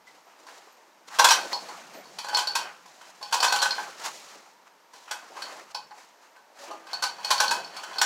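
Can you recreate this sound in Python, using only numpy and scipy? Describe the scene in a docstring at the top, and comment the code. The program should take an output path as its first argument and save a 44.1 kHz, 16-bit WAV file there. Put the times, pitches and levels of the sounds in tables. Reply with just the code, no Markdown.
"""Steel chain links knock the wheel housing of a manual hoist or clink on each other, hand-pulled in jerks.
Each knock is a rattle of contacts ringing four steel parts, plus a noise crack; fast runs add a dense clatter.
Slack chain, gloves and shoes scuff as patchy noise; short pings are thin wavering tones.
A sheet-metal shed answers the steel with sparse echoes over a low rumble and steady quiet noise."""
import sys
import numpy as np
from scipy import signal
from scipy.fft import rfft, irfft
from scipy.io import wavfile
from scipy.ndimage import uniform_filter1d

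SR = 44100
rng = np.random.default_rng(int(sys.argv[2]) if len(sys.argv) > 2 else 0)


def file_out(sig):
    """Save sig as 16-bit WAV at sys.argv[1]."""
    # one column per channel
    cols = np.atleast_2d(sig).T
    # limit, then scale
    lim = np.clip(cols, -1, 1)
    pcm = np.round(lim * 32767).astype(np.int16)
    wavfile.write(sys.argv[1], SR, pcm)


N = 355005

# Steady noise of the quiet shed: pitch_hz, relative_level_db
QUIET_SPECTRUM, QUIET_DB = [(12, -63), (20, -31), (93, -44), (172, -11.5), (300, -3.5), (754, 1.5),
                            (942, 8), (1110, 0.5), (1470, -1.5), (3500, -11), (5950, -11), (9830, -22.5),
                            (14500, -20), (15800, -31)], -59
# Low rumble in the shed: time_s, level_db
RUMBLE_LEVEL = [(0.0, -81), (1.03, -84), (1.21, -63), (2.62, -68), (3.03, -79), (3.56, -62.5), (4.8, -83.5),
                (5.83, -73.5), (6.19, -92), (7.51, -61), (7.98, -73), (8.05, -57)]
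# Colour of the rumble: pitch_hz, relative_level_db
RUMBLE_SPECTRUM = [(60, -40), (110, -18), (150, -1), (210, 3), (300, -15.5), (500, -39.5)]

# Single blows: time_s, level_db (before RING_DB), then shares housing_db, cover_db, link_db, wheel_db,
# and loudest_hz (the favoured high mode)
KNOCKS = [(0.069, -46, -15, -18, -24, -26, 4850), (0.467, -33.5, -8, -14, -17, -24, 4460),
          (1.187, -3.5, -19, -13.5, -22, -22.5, 3650), (1.193, -1.5, -9, -9.5, -33, -19.5, 5680),
          (1.243, -0.5, -14, -8.5, -38, -16.5, 3400), (1.286, -7, -14, -23, -10, -18, 5120),
          (1.305, -3.5, -23, -13.5, -35, -16.5, 5660), (1.316, -4.5, -27, -21, -34, -20, 3180),
          (1.347, -26, -21, -23, -25, -23, 2560), (1.53, -14, -10.5, -27, -5.5, -31, 4600),
          (1.687, -30.5, -5, -20, -10, -22.5, 5670), (1.935, -35.5, -12, -16, -31, -18.5, 3080),
          (2.055, -36, -9, -19, -12, -34, 4570), (2.186, -19.5, -44, -30, -10, -19, 3560),
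          (2.244, -23.5, -6.5, -10, -25, -22.5, 5170), (2.284, -20, -12, -7, -13, -22.5, 2580),
          (2.331, -16, -8, -13, -18, -40, 4340), (2.347, -11.5, -24, -22, -1.5, -28, 4440),
          (2.369, -11.5, -21, -12.5, -31, -18, 4590), (2.387, -11, -17, -30, -16, -20.5, 3200),
          (2.417, -22.5, -14, -12, -19, -23, 3310), (2.472, -14, -17, -19, -3, -27, 4380),
          (2.553, -6.5, -28, -16, -15, -21, 5820), (2.858, -38, -7, -16, -31, -22, 4640),
          (3.012, -36, -16, -8, -38, -19.5, 3060), (3.213, -28.5, -7, -20, -21, -28, 3390),
          (3.227, -21.5, -12.5, -24, -7.5, -27, 4770), (3.311, -28, -18, -13, -29, -24, 4690),
          (3.325, -10, -19, -8.5, -13, -18, 4470), (3.339, -9.5, -11, -22, -25, -19, 5160),
          (3.403, -13, -9.5, -19, -6, -22.5, 4320), (3.427, -6, -15, -13.5, -30, -18.5, 4500),
          (3.443, -6, -9, -14, -34, -19.5, 3470), (3.482, -16, -24, -12, -3.5, -32, 4370),
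          (3.523, -9, -10, -10.5, -14, -19, 4390), (3.559, -14.5, -8, -19, -18, -17, 3130),
          (3.589, -17.5, -24, -23, -1.5, -30, 4510), (3.617, -12, -19, -20, -31, -17, 4140),
          (3.625, -8, -13, -14, -31, -19.5, 5680), (3.656, -14, -18, -5.5, -31, -21.5, 2550),
          (3.69, -23, -11, -14, -14, -34, 3100), (3.708, -13.5, -23, -59, -4.5, -43, 4450),
          (3.781, -19.5, -6.5, -6.5, -25, -43, 2510), (4.935, -37.5, -4.5, -15.5, -29, -20.5, 5300),
          (5.11, -17, -13.5, -10.5, -36, -18, 5670), (5.228, -37, -7, -22, -22.5, -29.5, 2630),
          (5.366, -27, -7, -14, -26, -31, 2610), (5.421, -19, -26, -14.5, -8.5, -26, 4470),
          (5.747, -20.5, -10.5, -18.5, -5, -22, 4000), (5.909, -32, -7.5, -16, -18, -36, 3070),
          (6.362, -37, -11.5, -11, -26, -28, 2650), (6.71, -25, -8.5, -30, -18.5, -29.5, 5750),
          (6.868, -25.5, -13.5, -19, -27, -33, 2460), (6.932, -16.5, -14, -18, -4.5, -29, 4460),
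          (7.023, -14, -19, -11.5, -11, -17.5, 5700), (7.037, -11, -19, -19, -10, -21, 4050),
          (7.185, -29, -5.5, -12.5, -32, -38, 5640), (7.246, -16, -16.5, -24, -6, -22.5, 4560),
          (7.305, -8.5, -10, -11, -10, -17.5, 5650), (7.31, -8, -26, -21, -13.5, -18, 4320),
          (7.38, -18.5, -24, -19, 0, -33, 4390), (7.401, -5, -12, -10.5, -36, -19, 5780),
          (7.437, -10, -12, -15, -20, -24.5, 2590), (7.48, -15, -32, -21, -4, -26, 4500),
          (7.51, -9.5, -13.5, -9.5, -14, -18.5, 4310), (7.645, -26.5, -17, -25, -6, -31, 4470),
          (7.745, -30, -13, -18.5, -17, -31, 4640), (7.766, -22, -16, -22, -11.5, -22.5, 4270),
          (7.834, -23.5, -17, -10.5, -19, -21, 5680), (7.911, -28.5, -5.5, -6.5, -30, -34, 2550),
          (7.958, -31.5, -11, -3, -9, -22, 2550), (7.984, -19.5, -24, -13, 0, -20.5, 4200),
          (8.014, -5.5, -24, -9, -26, -17.5, 5680)]
RING_DB = -6
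RATTLE_MS, CLINK_MS = 2.99, 1.95  # a blow on the wheel rattles longer than link on link
LINK_SPREAD = .012  # no two links ring at quite the same pitch (share of the pitch)
PLATES_DB, CRACK_DB = 6, 10.5  # what a blow on the wheel gives to side plates and crack
# Modes of the wheel housing: pitch_hz, relative_level_db, t60_s (before damping)
HOUSING_MODES = [(637, -47, 0.18), (710, -41, 0.21), (831, 2, 0.75), (845, 7, 0.78), (960, 4, 0.63),
                 (1002, 4.5, 0.081), (1048.6, 14, 0.057), (1083, 4.5, 0.037), (1067, -5, 0.12)]
# Modes of the cover: pitch_hz, relative_level_db, t60_s (before damping)
COVER_MODES = [(1337, -28, 0.056), (1500, -29, 0.055), (1519, 18, 0.15), (1486, 5, 0.15), (1565, 18, 0.067),
               (1560, -3, 0.068), (1730, -38, .05)]
# Modes of the side plates: pitch_hz, relative_level_db, t60_s (before damping)
PLATE_MODES = [(2020, -33, 0.076), (2556, 4, 0.15), (2917, -13, 0.081), (3081, 4.5, 0.18), (3220, 4, 0.025),
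               (3406, 2, 0.11), (4100, 7.5, 0.082), (5670, 3.5, 0.08), (6500, -18, 0.043), (7000, -31, .04),
               (7500, -15.5, 0.033), (9400, -18, 0.027), (9840, -25, .04), (11300, -21, 0.033),
               (14300, -24.5, .03)]
# Modes of a chain link: pitch_hz (before the spread), relative_level_db, t60_s (before damping)
LINK_MODES = [(4460, 11, 0.08), (4390, 2.5, 0.1), (4420, -17, 0.02), (4521, 1, 0.04), (5040, -2, 0.071),
              (5250, 0.5, 0.11)]
# Colour of the noise crack: pitch_hz, relative_level_db
CRACK_SPECTRUM = [(150, -47), (500, -34), (900, 8.5), (1600, -3.5), (2300, -5.5), (4500, -1), (7000, -4),
                  (10000, -13), (12500, -17), (16000, -27.5)]
# Bass cut on the hoist's sounds: pitch_hz, gain_db
NEAR_BASS_CUT = [(30, -54.5), (150, -35), (550, -2)]

# Echo decay of the shed: pitch_hz, t60_s
SHED_DECAY, SHED_DB = [(150, 1), (600, 0.3), (1700, 0.33), (4500, 0.26), (12000, 0.22)], -1.5

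# Faint single pings: start_s, level_db (before the fades), pitch_hz, length_s
PINGS = [(0.25, -65, 13300, 0.052), (.72, -58, 13300, 0.017), (1.93, -60, 13700, 0.1),
         (.07, -45, 2020, 0.025), (.39, -53, 310, .1), (6.66, -48, 330, 0.19), (6.592, -41.5, 560, .07),
         (6.705, -37.5, 1210, 0.057)]

# Scuffs: loudest_s, rise_s and fade_s (time for 20 dB; tiny or negative ones are floored in swell),
# low_db, dull_db, bright_db
SCUFFS = [(.075, 0.02, .2, -63, -54.5, -57.5), (.15, .03, 0.2, -59, -58, -62),
          (.272, 0.022, 0.4, -59.5, -56, -63.5), (.39, .02, 1, -55, -60, -62),
          (.486, .03, 0.4, -67, -48.5, -52.5), (1.087, 0.015, 0, -49, -42.5, -43.5),
          (1.15, 0.072, 0.16, -53, -37.5, -42), (1.36, 0.075, 1, -41, -42, -43.5),
          (1.526, .03, -0.02, -47, -32.5, -40.5), (1.688, 0.019, 0.4, -61, -45, -56),
          (1.948, 0.02, 0.2, -45.5, -47.5, -56.5), (2.14, .08, 2.9, -57, -57, -56.5),
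          (2.36, 0.13, 0.33, -48, -40, -65), (2.662, 0.13, .15, -47.5, -40, -55),
          (2.868, 0.05, 0.35, -56.5, -58, -57.5), (3.016, 0.015, 0.5, -65.5, -51.5, -68),
          (3.11, 0.21, 0, -62, -56.5, -54.5), (3.52, 0.28, 0.38, -64.5, -58, -38.5),
          (3.82, 0.3, 0.28, -43.5, -40, -45), (4.002, .04, -0.06, -56, -59, -43.5),
          (4.063, 0.066, 0.07, -40, -30.5, -32.5), (4.15, 0.11, 0.3, -52, -58, -45),
          (4.33, 0.36, 0.22, -54, -47.5, -52.5), (4.46, 0.017, 0.13, -61, -57.5, -60.5),
          (4.679, 0.035, -1.3, -70.5, -50, -59.5), (4.938, 0.018, 0.6, -60, -54, -55),
          (5.081, .012, 0.3, -66, -44, -55.5), (5.2, .08, 1.5, -55, -54, -58.5),
          (5.374, 0.046, 0.25, -46, -44, -48), (5.52, 0.31, .15, -46.5, -43, -49),
          (5.6, 0.18, .07, -46, -45.5, -51.5), (5.72, 0.067, 0, -50.5, -48.5, -53.5),
          (5.921, 0.013, -0.15, -69, -44, -75.5), (5.985, 0.068, 0.16, -62, -50, -52.5),
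          (6.228, 0.036, .15, -68, -54, -59.5), (6.363, 0.011, -1.2, -79.5, -47, -80),
          (6.59, 0.048, 0.35, -51.5, -48.5, -50), (6.64, 0.048, 0.13, -52.5, -46, -49.5),
          (6.726, 0.18, 0.17, -42, -43.5, -69), (6.915, 0.094, 0.6, -50.5, -44, -53.5),
          (7.22, .08, 1.5, -57, -46, -63), (7.31, 0.13, 0.4, -56, -54, -43),
          (7.56, 0.3, 0.7, -44, -51, -67), (7.778, 0.18, 1, -52, -44, -51), (8.04, 0.22, -2, -56, -60, -62)]
# Colour of the low scuff: pitch_hz, relative_level_db
LOW_SPECTRUM = [(70, -68), (130, -33), (180, -18), (330, 0.5), (550, 2.5), (750, 8), (1100, -52)]
# Colour of the dull scuff: pitch_hz, relative_level_db
DULL_SPECTRUM = [(300, -41), (550, -20.5), (800, -2), (1300, -3.5), (2000, -9), (3000, -12), (5000, -45)]
# Colour of the bright scuff: pitch_hz, relative_level_db
BRIGHT_SPECTRUM = [(1060, -44), (1800, -6), (2280, -11), (3600, -9), (3910, -6), (6950, -7.5),
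                   (8480, -15.5), (15500, -28)]
# Bass cut on the low and dull scuff: pitch_hz, gain_db
SCUFF_BASS_CUT = [(50, -19), (110, -12), (170, -2)]

# Runs of links round the wheel: start_s, fastest_s, end_s, clatter_db
# (an end before the fastest moment cuts the run off while it still rises)
PULLS = [(1.203, 1.261, 1.23, -29), (1.3, 1.42, 1.48, -39), (2.185, 2.355, 2.38, -33.5),
         (2.4, 2.6, 2.66, -36.5), (3.24, 3.452, 3.3, -30), (3.45, 3.672, 3.92, -35.5),
         (6.83, 6.942, 6.97, -44.5), (7.14, 7.39, 7.75, -32.5), (7.752, 8.047, 8.3, -37.5)]
SLACK_DB = -21.5  # clatter at both ends of a run, relative to its fastest

EDGE_HZ = 16000  # upper band limit


def gain_of(db):
    """Decibels to a factor."""
    return 10 ** (np.asarray(db) / 20)


def evened(x):
    """Scales to an rms of one."""
    return x / np.sqrt(np.mean(x ** 2) + 1e-20)


def read(points, hz):
    """Reads a table along log frequency."""
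    f, value = np.transpose(points)
    return np.interp(np.log(hz + 1), np.log(f + 1), value)


def add(mix, s, sound):
    """Mixes a sound in at a time."""
    part = mix[round(s * SR):][:len(sound)]
    part += sound[:len(part)]


def coloured(x, spectrum):
    """Filters by a spectrum table."""
    hz = np.fft.rfftfreq(len(x), 1 / SR)
    return irfft(rfft(x) * gain_of(read(spectrum, hz)), len(x))


def quiet_shed():
    """Steady coloured noise, the quiet of the shed."""
    return gain_of(QUIET_DB) * evened(coloured(rng.standard_normal(N), QUIET_SPECTRUM))


def rumble():
    """A soft low noise band that swells and sinks."""
    noise = evened(coloured(rng.standard_normal(N), RUMBLE_SPECTRUM))
    level_db = np.interp(np.arange(N) / SR, *np.transpose(RUMBLE_LEVEL))
    return noise * gain_of(level_db)


def rings(modes, t):
    """One dying sine a row."""
    hz, db, t60 = np.transpose(modes)[:, :, None]
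    return gain_of(db - 60 * t / np.maximum(t60, .01)) * np.sin(2 * np.pi * hz * t)


def steel(link_tune=1):
    """The modes of housing, cover, side plates and link as dying sines; touching parts damp every ring."""
    t = np.arange(4096) / SR
    parts = HOUSING_MODES, COVER_MODES, PLATE_MODES, np.array(LINK_MODES) * (link_tune, 1, 1)
    damping_t60_s = .3, .25, .1, .15
    return [rings(modes, t) * gain_of(-60 * t / t60) for modes, t60 in zip(parts, damping_t60_s)]


def lift_near(modes, loudest_hz, lift_db):
    """Decibels of boost for the modes close to one pitch."""
    return lift_db * np.exp(-((np.transpose(modes)[0] / loudest_hz - 1) / 0.04) ** 2)


def struck(parts, shares_db, chance, loudest_hz):
    """The ring of one contact: the struck spot favours some modes, above all high ones near loudest_hz."""
    lifts_db = [0, 0, lift_near(PLATE_MODES, loudest_hz, 10.5), lift_near(LINK_MODES, loudest_hz, 2.1)]
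    ring = 0
    for k, share_db in enumerate(shares_db):
        spot_db = 3.5 * chance[20 * k:20 * k + len(parts[k])] + lifts_db[k]
        part = gain_of(spot_db) @ parts[k]
        # the first 600 samples set the loudness
        ring = ring + gain_of(share_db) * part / np.sqrt(np.mean(part[:600] ** 2))
    return ring


def rattle(t, length_ms):
    """A short burst of uneven contacts."""
    u = t / (length_ms / 1000)
    noise = rng.standard_normal(len(t))
    contacts = noise * abs(noise) * u * np.exp(-u)
    # a flat spectrum: every mode gets about the same push
    contacts = irfft(np.exp(1j * np.angle(rfft(contacts))))
    return contacts * np.exp(-(u / 8) ** 2)


def crack(contacts, t):
    """Countless close modes blur into a short splash of noise."""
    power = signal.fftconvolve(contacts ** 2, gain_of(-120 * t / 0.032))[:len(t)]  # t60 of 0.032 s
    splash = rng.standard_normal(len(t)) * np.sqrt(abs(power))
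    splash = coloured(splash, CRACK_SPECTRUM) * np.minimum(t / 0.0013, 1)
    return splash / np.sqrt(np.mean(splash[:600] ** 2))


def knocks():
    """Each blow is a short rattle of contacts that rings four steel parts and cracks."""
    t, out = np.arange(4096) / SR, np.zeros(N)
    for s, blow_db, housing_db, cover_db, link_db, wheel_db, loudest_hz in KNOCKS:
        link_on_link = link_db > wheel_db + 10
        contacts = rattle(t, CLINK_MS if link_on_link else RATTLE_MS)
        parts = steel(1 + LINK_SPREAD * rng.standard_normal())
        shares_db = housing_db, cover_db, wheel_db + PLATES_DB, link_db
        ring = struck(parts, shares_db, rng.standard_normal(80), loudest_hz)
        sound = signal.fftconvolve(contacts, ring)
        sound[:len(t)] += gain_of(wheel_db + CRACK_DB) * crack(contacts, t)
        add(out, s - .001, gain_of(blow_db + RING_DB) * sound)  # the rattle needs a moment to build
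    return out


def shed(x):
    """Sparse echoes of random sign, each band dying at its own speed; three tails take turns."""
    size = SR * 3 // 4
    taps = np.zeros((3, size))
    places = np.arange(160, size - 20, 16)
    at = places + rng.integers(0, 16, (3, len(places)))
    np.put_along_axis(taps, at, rng.choice([-1., 1.], at.shape), 1)
    hz, t, z = signal.stft(taps, SR, nperseg=256)
    decay = gain_of(-60 * t / read(SHED_DECAY, hz)[:, None])
    tails = signal.istft(z * decay, SR, nperseg=256)[1]
    tails /= np.linalg.norm(tails, axis=1, keepdims=True)
    turn = np.arange(N) / SR * 9 + np.arange(3)[:, None] * np.pi / 3
    feeds = x * np.cos(turn) * np.sqrt(2 / 3)  # total power stays even
    return signal.fftconvolve(feeds, tails, axes=1).sum(0)[:N]


def pings():
    """Short thin tones that waver in strength."""
    out = np.zeros(N)
    for s, db, hz, length in PINGS:
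        t = np.arange(0, length, 1 / SR)
        waver = 1 + 0.25 * evened(uniform_filter1d(rng.standard_normal(len(t)), size=300))
        fades = signal.windows.tukey(len(t), .3) * np.exp(-t / length)
        add(out, s, gain_of(db) * waver * np.sin(2 * np.pi * hz * t) * fades)
    return out


def swell(t, top, rise, fade):
    """Twenty decibels up over the rise, twenty down over the fade."""
    return -20 * np.maximum((top - t) / max(rise, .003), (t - top) / max(fade, .01))


def rustle(spectrum, level_db, patchy_db, grain_db):
    """Noise in drifting patches of time and pitch, roughened by tiny grains."""
    frames, hz = N // 128 + 5, np.fft.rfftfreq(512, 1 / SR)
    real, imaginary, patches = rng.standard_normal((frames, 257, 3)).T
    patches = uniform_filter1d(patches, size=7, axis=0)  # across pitch
    patches = evened(uniform_filter1d(patches, size=14, axis=1))  # across time
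    grains = evened(uniform_filter1d(rng.standard_normal(frames), size=3))
    shape_db = read(spectrum, hz)[:, None] + patchy_db * patches + grain_db * grains
    z = (real + 1j * imaginary) * gain_of(shape_db)
    noise = signal.istft(z, nperseg=512, noverlap=384)[1][:N]
    return gain_of(level_db) * evened(noise)


def scuffing():
    """Slack chain, gloves and shoes dragging: a low, a dull and a bright part."""
    steps = np.arange(0, N + 64, 64) / SR
    power = 0  # overlapping scuffs add in power, one row a part
    for top, rise, fade, *parts_db in SCUFFS:
        power = power + gain_of(np.c_[parts_db] + swell(steps, top, rise, fade)) ** 2
    t = np.arange(N) / SR
    low_db, dull_db, bright_db = (np.interp(t, steps, 10 * np.log10(p + 1e-12)) for p in power)
    low = rustle(LOW_SPECTRUM, low_db, patchy_db=3.5, grain_db=-1.5)
    dull = rustle(DULL_SPECTRUM, dull_db, patchy_db=2.0, grain_db=0.8)
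    bright = rustle(BRIGHT_SPECTRUM, bright_db, patchy_db=-0.35, grain_db=1.5)
    return coloured(low + dull, SCUFF_BASS_CUT) + bright


def clatter():
    """Dense small contacts of uneven size, each ringing one of a dozen spots on the steel."""
    parts, t = steel(), np.arange(N) / SR
    happens = rng.random(N) < 600 / SR  # about 600 contacts a second
    size = gain_of(4.7 * np.minimum(rng.exponential(1, N), 3.2)) * happens
    spot, chance = rng.integers(0, 12, N), rng.standard_normal((12, 80))
    ringing = np.zeros(N)
    for k in range(12):
        ring = struck(parts, (-0.5, 0.5, 3.5, -1.0), chance[k], PLATE_MODES[k][0])
        ringing += signal.oaconvolve(size * (spot == k), ring)[:N]
    splash = uniform_filter1d(size, size=90) * rng.standard_normal(N)
    splash = evened(coloured(splash, CRACK_SPECTRUM))
    sound = evened(evened(ringing) + gain_of(-7.5) * splash)
    # -90 dB below the run's level outside it; the loudest run wins
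    levels = [gain_of(db + np.interp(t, run, (SLACK_DB, 0, SLACK_DB), -90, -90)) for *run, db in PULLS]
    return sound * np.max(levels, axis=0)


def scene():
    """Hoist and its echoes in the shed, scuffing, rumble and quiet."""
    near = coloured(knocks() + pings() + clatter(), NEAR_BASS_CUT)
    echoes = gain_of(SHED_DB) * shed(near)
    return (near + echoes + scuffing() + rumble() + quiet_shed())[None]


def record(dry):
    """The input stage rounds off the loudest peaks; then the band limit."""
    soft = np.tanh(dry)
    lowpass = signal.firwin(301, EDGE_HZ, window=("kaiser", 9), fs=SR)
    return signal.oaconvolve(soft, lowpass[None], "same")


dry = scene()
out = record(dry)
file_out(out)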